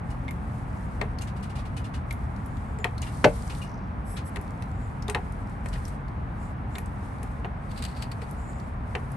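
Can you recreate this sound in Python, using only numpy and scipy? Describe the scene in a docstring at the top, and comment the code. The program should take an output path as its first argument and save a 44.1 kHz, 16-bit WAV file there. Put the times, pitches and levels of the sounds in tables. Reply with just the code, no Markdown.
"""A hydraulic floor jack is pumped under a car on a driveway, close by, over the far rumble of a town at night.
Its steel handle knocks and rings (noise bursts and decaying modes); once the saddle seats with a loud clank.
Oil hisses and spurts through the valves (grainy filtered noise), and the linkage ticks, clinks and pings.
Near the end a shoe grinds on gritty asphalt. The driveway adds a faint tail; the microphone dulls the top."""
import sys
import numpy as np
from scipy import signal
from scipy.fft import rfft, irfft, next_fast_len
from scipy.io import wavfile
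from scipy.ndimage import uniform_filter1d

SR = 44100
rng = np.random.default_rng(int(sys.argv[2]) if len(sys.argv) > 2 else 0)


def dump_mix(stems):
    """Bounce the given channels to the path in sys.argv[1] as a 16-bit WAV at rate SR."""
    frames = np.atleast_2d(stems).T  # one column per channel
    limited = np.clip(frames, -1, 1)  # hard clip at full scale
    pcm = np.round(limited * 32767).astype(np.int16)
    wavfile.write(sys.argv[1], SR, pcm)


N = 403956
TIME = np.arange(N) / SR  # s, the whole scene
BLOW_TIME = np.arange(SR // 2) / SR  # s, half a second for one short sound


def undb(db):
    """Decibels to gain."""
    return 10 ** (np.asarray(db) / 20)


def unit(x):
    """Scale to rms 1."""
    return x / np.sqrt(np.mean(x ** 2))


def crest(x, size=180):
    """Scale a blow so that its loudest few milliseconds have rms 1."""
    power = uniform_filter1d(x.mean(0) ** 2, size)
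    return x / np.sqrt(power.max())


def fade(t60):
    """Exponential decay by 60 dB in t60 seconds."""
    return np.exp(-np.log(1000) * BLOW_TIME / t60)


def swell(rise):
    """Soft onset with a time constant in seconds."""
    return 1 - np.exp(-BLOW_TIME / rise)


def colour(x, points, tilt_db=0):
    """Filter by (f/Hz, level/dB) points, tilted about the highest point by some dB an octave."""
    size = next_fast_len(x.shape[-1])
    octave = np.log2(np.maximum(np.fft.rfftfreq(size, 1 / SR), 1))
    hz, db = np.transpose(points)
    curve_db = np.interp(octave, np.log2(hz), db)
    # the tilt stops growing below the lowest point
    octaves_from_top = np.maximum(octave, np.log2(hz[0])) - np.log2(hz[-1])
    gain = undb(curve_db + tilt_db * octaves_from_top)
    return irfft(rfft(x, size) * gain, size)[..., :x.shape[-1]]


def noise(points, side_db, tilt_db=0, size=len(BLOW_TIME)):
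    """Stereo noise of a given colour and side-to-mid level, closed off below its lowest point."""
    points = [(points[0][0] / 2, points[0][1] - 40), *points]
    mid, side = unit(colour(rng.standard_normal((2, size)), points, tilt_db))
    return mid + undb(side_db) * np.array([side, -side])


def pan(x, left_db):
    """Shift a sound to the left by a level difference between the channels."""
    return x * undb([[left_db / 2], [-left_db / 2]])


def walk(rate):
    """Random wander with rms 1, taking a new value some times a second."""
    k = int(SR / rate)
    steps = np.repeat(rng.standard_normal(N // k + 1), k)
    return unit(uniform_filter1d(steps, k)[:N])


def grain(depth_db, size=50, length=len(BLOW_TIME)):
    """Gain of a shower of uneven grains; size is the smoothing in samples (50 is about a millisecond)."""
    roughness = unit(uniform_filter1d(rng.standard_normal(length), size))
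    return unit(undb(depth_db * roughness))


def add(out, s, sound):
    """Mix a sound in at a time in seconds."""
    i = int(s * SR)
    out[:, i:i + sound.shape[1]] += sound[:, :max(N - i, 0)]


def arch(start, length, power):
    """A movement that speeds up and slows down again, as a gain from 0 to 1."""
    progress = np.clip((TIME - start) / length, 0, 1)
    return np.maximum(np.sin(np.pi * progress), 0) ** power


def hold(start, length, attack, release):
    """Rise, hold until the length is over, release."""
    rise = np.clip((TIME - start) / attack, 0, 1)
    fall = np.clip(1 - (TIME - start - length) / release, 0, 1) ** 2
    return rise * fall


def ring(modes, scatter_db, spread, tilt_db=0, smear=1):
    """Struck steel: each blow weights the modes anew; a square blow (small smear) starts them nearly in step."""
    out = 0
    ears = np.array([[1], [-1]])
    for (hz, db, t60), (size, phase, lag) in zip(modes, rng.standard_normal((len(modes), 3))):
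        angle = 2 * np.pi * (hz * BLOW_TIME + smear * phase) + spread * lag * ears
        gain = undb(db + scatter_db * size + tilt_db * np.log2(hz / modes[0][0]))
        out = out + gain * np.sin(angle) * fade(t60) * swell(.5 / hz)
    return crest(out)


# far town, low rumble: f/Hz, level/dB
RUMBLE_COLOUR = [(27, -45), (33, -12), (40, 1.5), (50, -0.5), (66, 1), (95, -1.5), (125, -2), (160, -8),
                 (200, -7.5), (260, -12.5), (330, -22), (420, -32), (600, -38), (1000, -72)]
# far roads, wide rush: f/Hz, level/dB
ROAD_COLOUR = [(200, -16.5), (400, -1.5), (550, -2.5), (800, 1.5), (1100, -2.5), (1500, -7), (2200, -13),
               (3000, -24.5), (4500, -34), (7000, -44), (12000, -55)]
# gain on the side signal of the town: f/Hz, level/dB
TOWN_WIDTH = [(60, -31), (110, -17.5), (200, -9), (350, -6), (630, -4), (1140, 2), (2060, -2.5), (3720, -4),
              (6700, -12), (12100, 17)]
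# the rumble slowly recedes and wanders; the rush of the roads is steady
RUMBLE_DB, RUMBLE_FALL_DB_PER_S, RUMBLE_WANDER_DB, ROAD_DB = -29.5, 0.2034, 0.03, -43.5


def town():
    """Far-off noise: a low rumble, nearly alike in both channels, under the wide rush of far roads."""
    rumble_db = RUMBLE_DB - RUMBLE_FALL_DB_PER_S * TIME + RUMBLE_WANDER_DB * walk(1.99)
    rumble = noise(RUMBLE_COLOUR, side_db=-0.5, size=N) * undb(rumble_db)
    road = noise(ROAD_COLOUR, side_db=1, size=N) * undb(ROAD_DB)
    left, right = rumble + road
    mid = (left + right) / 2
    side = colour((left - right) / 2, TOWN_WIDTH)
    return pan(mid + np.array([side, -side]), left_db=.5)


def driveway(x):
    """Car body, ground and garage door return a faint, dull tail."""
    tail_colour = [(150, -17), (600, -2), (2500, -7.0), (10000, -18.0)]
    tail = noise(tail_colour, side_db=-3.5) * swell(0.0056) * fade(0.12)
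    tail /= np.sqrt(np.sum(tail ** 2) / 2)
    return x + undb(-17.0) * signal.fftconvolve(x, tail, axes=1)[:, :N]


# the sole slips and crushes grit: t/s, level/dB, t60/s
SLIPS = [(7.713, -45, 0.042), (7.775, -39.5, 0.038), (7.822, -33.5, .05), (7.838, -34, 0.026),
         (7.850, -31, 0.029), (7.963, -47.5, 0.1), (8.021, -33.5, 0.072), (8.115, -37.5, 0.048),
         (8.217, -47.5, 0.11)]
# grit under the sole: f/Hz, level/dB
GRIT_COLOUR = [(1200, -0.5), (2600, 3), (3300, -0.5), (3650, 1), (3900, 1), (4250, 4.5), (4650, 8.5),
               (4850, -10), (5120, 2), (5350, -6), (5900, -8), (7200, -8), (7900, 0.5), (8350, -8),
               (8900, -1.5), (11000, -12), (13000, -2.5)]
# the sole drags over grit
DRAG_S, DRAG_LENGTH_S, DRAG_DB, DRAG_ARCH = 7.69, 0.4, -52.5, 0.38


def shoe():
    """The sole drags over the asphalt, and each slip crushes a shower of grains."""
    drag = noise(GRIT_COLOUR, side_db=-4, size=N)
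    drag = drag * grain(depth_db=2.5, size=90, length=N) * undb(3.3 * walk(45))
    out = drag * undb(DRAG_DB) * arch(DRAG_S, DRAG_LENGTH_S, DRAG_ARCH)
    for s, db, t60 in SLIPS:
        slip = noise(GRIT_COLOUR, side_db=-4) * grain(depth_db=1.0, size=70)
        add(out, s, undb(db) * crest(slip * swell(0.0013) * fade(t60)))
    return pan(out, left_db=2.0)


# the handle is raised and the pump draws oil:
# start t/s, length t/s, relative hiss level/dB, valve whistle level/dB
LIFT_STROKES = [(0.276, 0.89, -68, -74), (2.073, 1, -71.5, -73), (4.22, 0.44, -68, -83),
                (4.638, .38, -70.5, -67.5), (6.35, 0.2, -69, -62.5), (6.684, 0.16, -69, -62),
                (6.84, 0.6, -67.5, -81), (8.28, 0.47, -69, -60.5)]
# the handle is pushed down and the pump delivers oil: start t/s, length t/s, relative hiss level/dB
PUSH_STROKES = [(0.0, 0.25, -72), (1.2, 0.96, -75.5), (2.998, 0.59, -57), (5.1, 0.46, -69),
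                (5.62, 0.27, -62.5), (7.58, 0.71, -68.5), (8.826, 0.36, -67.5)]
PUSH_ATTACK_S, PUSH_RELEASE_S = 0.072, 0.19
LIFT_ARCH, WHISTLE_ARCH = 0.36, 2.4  # hiss and whistle follow these powers of the handle's speed
SEEP_DB = -78.5  # relative level of the faint flow between strokes


def flow():
    """Strength of the oil flow: it swells with each lift and holds steady under each push."""
    drawn = sum(undb(db) * arch(s, length, LIFT_ARCH) for s, length, db, _ in LIFT_STROKES)
    pushed = sum(undb(db) * hold(s, length, PUSH_ATTACK_S, PUSH_RELEASE_S) for s, length, db in PUSH_STROKES)
    return np.hypot(drawn + pushed, undb(SEEP_DB))


def crackle(count=90):
    """Grit shifts under the jack's wheels in random specks, louder while oil is flowing."""
    out, effort = np.zeros((2, N)), flow()
    for when, size, pitch in rng.random((count, 3)):
        hz = 3800 * 3 ** pitch
        gain = effort[int(when * N)] * undb(5 + 11.6 * size ** 2)
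        speck = noise([(hz / 2, -16), (hz, 0), (hz * 2.3, -12)], side_db=-7, size=2048)
        add(out, when * N / SR, gain * crest(speck * fade(0.011)[:speck.shape[1]]))
    return out


# oil hiss: f/Hz, level/dB
HISS_COLOUR = [(1760, -40), (3000, -6), (4270, -4), (5330, -5), (7500, -5.5), (8150, -1), (9240, 0),
               (10100, -10), (11200, -2), (12500, -20), (16300, -46), (22000, -120)]


def oil():
    """Oil fizzes through the pump, and a narrow valve whistles around the middle of each lift."""
    fizz = grain(depth_db=1.5, length=N) * undb(1.4 * walk(30))
    hiss = noise(HISS_COLOUR, side_db=-1.5, size=N) * fizz * flow() * undb(2.5)
    whistle_colour = [(6850, -25), (7090, -2), (7350, -19), (7700, -15), (8200, -10), (9000, -32)]
    whistle = noise(whistle_colour, side_db=-8, size=N)
    suction = sum(undb(db) * arch(s, length, WHISTLE_ARCH) for s, length, _, db in LIFT_STROKES)
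    return pan(hiss + whistle * suction * undb(2.3 * walk(40)), left_db=1.5)


# the dry piston seal rubs: start t/s, length t/s, level/dB
SEAL_RUBS = [(4.046, 0.14, -51), (4.244, 0.061, -51.5)]
# seal: f/Hz, level/dB
SEAL_COLOUR = [(2600, -18), (4900, -17), (5400, -6), (5900, -14), (7300, -15), (8000, 3), (8500, -4),
               (9300, -5), (10300, -10), (11050, 3), (11900, -8), (13000, -22)]
RUB_ARCH = 0.98


def seal():
    """Fine stick and slip of the seal: a thin, squeaky hiss."""
    rubbing = sum(undb(db) * arch(s, length, RUB_ARCH) for s, length, db in SEAL_RUBS)
    return noise(SEAL_COLOUR, side_db=-3, size=N) * grain(depth_db=0.5, length=N) * rubbing


# the oil wheezes as the hardest push ends, and dies away
WHEEZE_S, WHEEZE_DB, WHEEZE_RISE_S, WHEEZE_T60_S = 3.62, -49, .07, 0.59


def wheeze():
    """A narrow, sputtering hiss while the flow dies away."""
    out = np.zeros((2, N))
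    hiss = noise([(4000, -14), (4900, -8), (5400, -7), (5950, -4), (6500, -15), (8000, -25)], side_db=-8)
    sputter = hiss * grain(depth_db=5.5, size=200)
    add(out, WHEEZE_S, undb(WHEEZE_DB) * sputter * swell(WHEEZE_RISE_S) * fade(WHEEZE_T60_S))
    return out


# oil spurts through the check valve:
# t/s, relative level/dB, brightness/dB per octave, squeak of the ball relative to the jet level/dB
VALVE_SPURTS = [(0.101, -42, 2.5, -5), (1.2102, -33.5, 6, 0), (1.272, -38, -1, -15), (1.363, -42, 0, -8),
                (1.427, -37.5, 1, -7), (1.4957, -39, 0.3, -5), (1.5545, -36, 0, -5),
                (1.585, -37.5, -2, -13), (1.652, -39.5, -1, -8), (1.766, -32.5, 2.5, -2),
                (1.842, -36.5, -0.5, -4.5), (1.939, -33, -1.5, -6), (3.0208, -28.5, -0.5, -4),
                (3.066, -32, -5, -6), (3.497, -30, -2.5, -9), (3.6165, -30.5, 4, 4), (4.166, -30, -2, -10),
                (5.728, -32.5, -0.5, -5)]
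# jet of oil: f/Hz, level/dB
JET_COLOUR = [(1200, 3), (2200, 4), (2800, 3.5), (4500, 1.5), (6500, -5), (9000, -2.5), (11500, -8),
              (13000, -29)]


def spurts():
    """The check valve passes short gritty spurts, and its ball buzzes with a thin squeak."""
    out = np.zeros((2, N))
    chances = rng.standard_normal(len(VALVE_SPURTS))
    for (s, db, tilt_db, squeak_db), chance in zip(VALVE_SPURTS, chances):
        hz = 2880 * (1 + 0.012 * chance)
        # two narrow bands
        squeak_colour = [(hz * .79, -30), (hz * .84, -1), (hz * .9, -26), (hz, 0), (hz * 1.05, -30), (hz * 2, -55)]
        squeak = noise(squeak_colour, side_db=-6)
        jet = noise(JET_COLOUR, side_db=-2.0, tilt_db=tilt_db) * grain(depth_db=0.5)
        spurt = jet * fade(0.13) + undb(squeak_db) * squeak * fade(0.14)
        # starts early to leave room for the soft onset
        add(out, s - .003, undb(db - 10.0) * crest(spurt * swell(0.0048) ** 2))
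    return pan(out, left_db=2.5)


# the return spring pings
PING_S, PING_HZ, PING_DB = 2.799, 7100, -46


def spring():
    """One thin, high ring: a single decaying sine."""
    out = np.zeros((2, N))
    ping = np.sin(2 * np.pi * PING_HZ * BLOW_TIME) * swell(.004) * fade(0.15)
    add(out, PING_S, undb(PING_DB) * np.tile(ping, (2, 1)))
    return out


# pins and spring tick: t/s, relative level/dB, centre f/Hz
LINKAGE_TICKS = [(0.3083, -42.5, 11700), (1.186, -36.5, 4340), (1.2204, -36.5, 6580), (2.1095, -38, 3340),
                 (2.1255, -39, 10900), (2.3624, -51, 4240), (2.4594, -47, 11000), (2.5691, -48.5, 3360),
                 (2.7871, -44.5, 7540), (2.8438, -30.5, 3200), (2.98, -37, 4230), (3.018, -34, 6500),
                 (3.5498, -42, 3480), (4.4124, -47, 11100), (4.622, -42.5, 4000), (5.023, -41.5, 5200),
                 (5.081, -32.5, 3600), (5.0977, -29, 8500), (5.3218, -47.5, 8950), (5.659, -43, 7840),
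                 (5.686, -43, 7750), (5.8517, -40, 5400), (5.8803, -42, 7990), (6.0816, -54, 4350),
                 (6.783, -35, 11200), (6.859, -46, 7940), (7.23, -40.5, 9600), (8.31, -46, 11300),
                 (8.599, -48.5, 4500), (9.1176, -49, 11000)]


def ticks():
    """Small hard contacts, each with one broad resonance and a very short ring."""
    out = np.zeros((2, N))
    for s, db, hz in LINKAGE_TICKS:
        body = [(hz / 4, -20), (hz / 1.07, -10), (hz, 0), (hz * 1.11, -7), (hz * 1.6, -16)]
        decay = fade(0.02) + undb(-17.5) * fade(0.16)
        tick = crest(noise(body, side_db=-3.5) * swell(0.00048) * decay)
        add(out, s, undb(db - 1.5) * tick)
    return pan(out, left_db=2.0)


# the pump roller clinks on its pin: t/s, relative level/dB, brightness/dB per octave
ROLLER_CLINKS = [(.281, -39.5, -6), (.287, -39.5, -12), (.308, -44, -12), (2.108, -34, -26),
                 (6.754, -38, 8), (6.783, -49, 0)]
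# roller: f/Hz, level/dB, t60/s
ROLLER_RING = [(2140, 6, 0.038), (2316, 1, 0.049), (2540, -24, 0.031), (3320, -3.5, 0.036),
               (3656, 1, 0.034), (4160, -12, 0.03), (5630, -19, .03)]
# clack of a metal contact, here and in the handle socket: f/Hz, level/dB
SOCKET_COLOUR = [(500, 6), (900, 1.5), (1400, -4), (1900, 8), (2700, 0), (3400, -7), (4400, -11),
                 (5200, -18.5), (9000, -22), (11200, -22), (12500, -50)]


def roller():
    """The small roller rattles on its pin with a short, high ring."""
    out = np.zeros((2, N))
    for s, db, tilt_db in ROLLER_CLINKS:
        contact = crest(noise(SOCKET_COLOUR, side_db=-1, tilt_db=4.0) * fade(0.04))
        body = ring(ROLLER_RING, scatter_db=1.0, spread=0.32, tilt_db=tilt_db)
        add(out, s, undb(db + 2.0) * (body + .5 * contact))
    return out


# saddle and lifting arm: f/Hz, level/dB, t60/s
ARM_RING = [(733, -1, 0.1), (975, -16, 0.15), (1149, -7, 0.11), (1345, -9, 0.062), (1504, 0, 0.065),
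            (1630, -11, 0.077), (2074, 0, 0.053), (2240, -7, 0.09), (2650, -5.5, 0.079), (2920, -12, 0.045),
            (3080, -12, .06), (3960, -16, 0.069), (4330, -16, .06), (4350, -14, .06)]
# sill and floor of the car: f/Hz, level/dB, t60/s
SILL_RING = [(125, -4.5, 0.25), (164.6, -1, 0.13), (226, -7, 0.12), (291, -7.5, 0.13), (318, -13, .1),
             (403, -6, 0.1), (464, -11, 0.26), (493, -3, 0.051), (563, -8, 0.15), (611, -0.5, 0.087),
             (664, -7, 0.079), (722, 0, 0.083), (830, -20, 0.13)]
# steel on steel: f/Hz, level/dB
CRACK_COLOUR = [(180, -30), (300, -4.5), (676, -2), (1170, -9.5), (1520, -4), (1920, -13), (2180, -9.5),
                (4620, -20.5), (11200, -40.5), (12500, -44), (16300, -74), (22000, -120)]
# the car's weight: f/Hz, level/dB
THUD_COLOUR = [(70, -22), (110, -11), (150, 15), (205, -2), (290, 7.5), (360, 2), (440, 0), (560, 9.5),
               (720, -2), (850, 1), (1050, -26), (2000, -39)]
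# the saddle seats under the car; the level scales the whole clank
CLANK_S, CLANK_DB = 3.242, -7


def clank():
    """Steel cracks on steel and the arm rings; a moment later the car's weight thuds down and its sill rings."""
    out = np.zeros((2, N))
    crack = crest(noise(CRACK_COLOUR, side_db=-7) * swell(0.0035) * fade(0.033))
    arm = ring(ARM_RING, scatter_db=0.5, spread=0.28)
    sill = ring(SILL_RING, scatter_db=.2, spread=.25, smear=.11)
    thud = crest(noise(THUD_COLOUR, side_db=-16) * swell(.002) * fade(0.086))
    add(out, CLANK_S, pan(undb(-4.0) * crack + undb(-8.5) * arm, left_db=2.5))
    add(out, CLANK_S + 0.00724, undb(-4.5) * sill)
    add(out, CLANK_S + .002, undb(-2.0) * thud)
    return out * undb(CLANK_DB)


# the handle takes up its play: t/s, tube level/dB, frame level/dB, brightness/dB per octave
HANDLE_KNOCKS = [(1.0128, -25, -29.5, -1), (2.786, -48, -37, 0), (2.843, -20.5, -25, 0.5),
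                 (4.359, -34, -35, 6), (4.368, -38, -50, 4), (4.622, -44.5, -44.5, 3),
                 (5.080, -48, -27.5, 4), (5.097, -32.5, -35, 6.5), (5.147, -21, -24, 1),
                 (5.659, -34, -48, -3.5), (5.757, -40, -48, -2), (6.755, -37, -39, 3),
                 (6.782, -35, -48, -1), (7.228, -46, -39.5, 2), (7.4457, -31, -31.5, -4.5),
                 (8.217, -41, -38, 1), (8.951, -24, -29, -2)]
# handle and socket: f/Hz, level/dB, t60/s
HANDLE_RING = [(790, -11, .06), (872, -8, .07), (1010, -13, .07), (1170, -9, .07), (1450, -11, .06),
               (1865, 4, .065), (2030, -6, .06), (2300, -8, .05), (2490, -2, .06), (2660, -5, .06),
               (3050, -7, .06), (3690, -14, .04), (4220, -11, .04)]
# heavy frame of the jack: f/Hz, level/dB
FRAME_COLOUR = [(290, -21), (360, -4.5), (415, 7), (490, -3), (590, -34), (720, 0), (880, -6.5),
                (1150, -11.5), (1500, -15.5), (2800, -28), (5000, -47.5)]
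SOCKET_DB, TUBE_DB, FRAME_LAG_S = 3, -1.5, .005  # shares of the clack and the ring; delay of the jolt


def handle():
    """The loose tube clacks in its socket and rings; the jolt reaches the heavy frame a moment later."""
    out = np.zeros((2, N))
    for s, tube_db, frame_db, tilt_db in HANDLE_KNOCKS:
        contact = noise(SOCKET_COLOUR, side_db=-2.5, tilt_db=tilt_db)
        contact = crest(contact * swell(0.00097) * fade(0.024))
        tube = ring(HANDLE_RING, scatter_db=1.5, spread=0.22, tilt_db=tilt_db)
        frame = crest(noise(FRAME_COLOUR, side_db=-18) * swell(0.0011) * fade(0.092))
        knock = crest(undb(SOCKET_DB) * contact + undb(TUBE_DB) * tube)
        add(out, s, undb(tube_db) * pan(knock, left_db=4))
        add(out, s + FRAME_LAG_S, undb(frame_db) * pan(frame, left_db=1.5))
    return out


def scene():
    """The jack and the shoe close by on the driveway, the town far behind."""
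    steel = clank() + handle() + roller() + spring() + ticks()
    pump = oil() + spurts() + seal() + wheeze()
    return driveway(steel + pump + shoe() + crackle()) + town()


# microphone port, with its null in the treble: f/Hz, level/dB
PORT_COLOUR = [(9500, -2), (9900, -8.5), (10200, -19), (10600, -5.5), (10900, 2.5), (12000, -7),
               (13000, -19)]
TOP_HZ = 12700


def record(dry):
    """The microphone port cuts a notch in the treble, loud peaks are rounded and the top is cut off."""
    rounded = np.tanh(colour(dry, PORT_COLOUR))
    low_pass = signal.ellip(8, .2, 70, TOP_HZ, fs=SR, output="sos")
    return signal.sosfilt(low_pass, rounded)


dry = scene()
out = record(dry)
dump_mix(out)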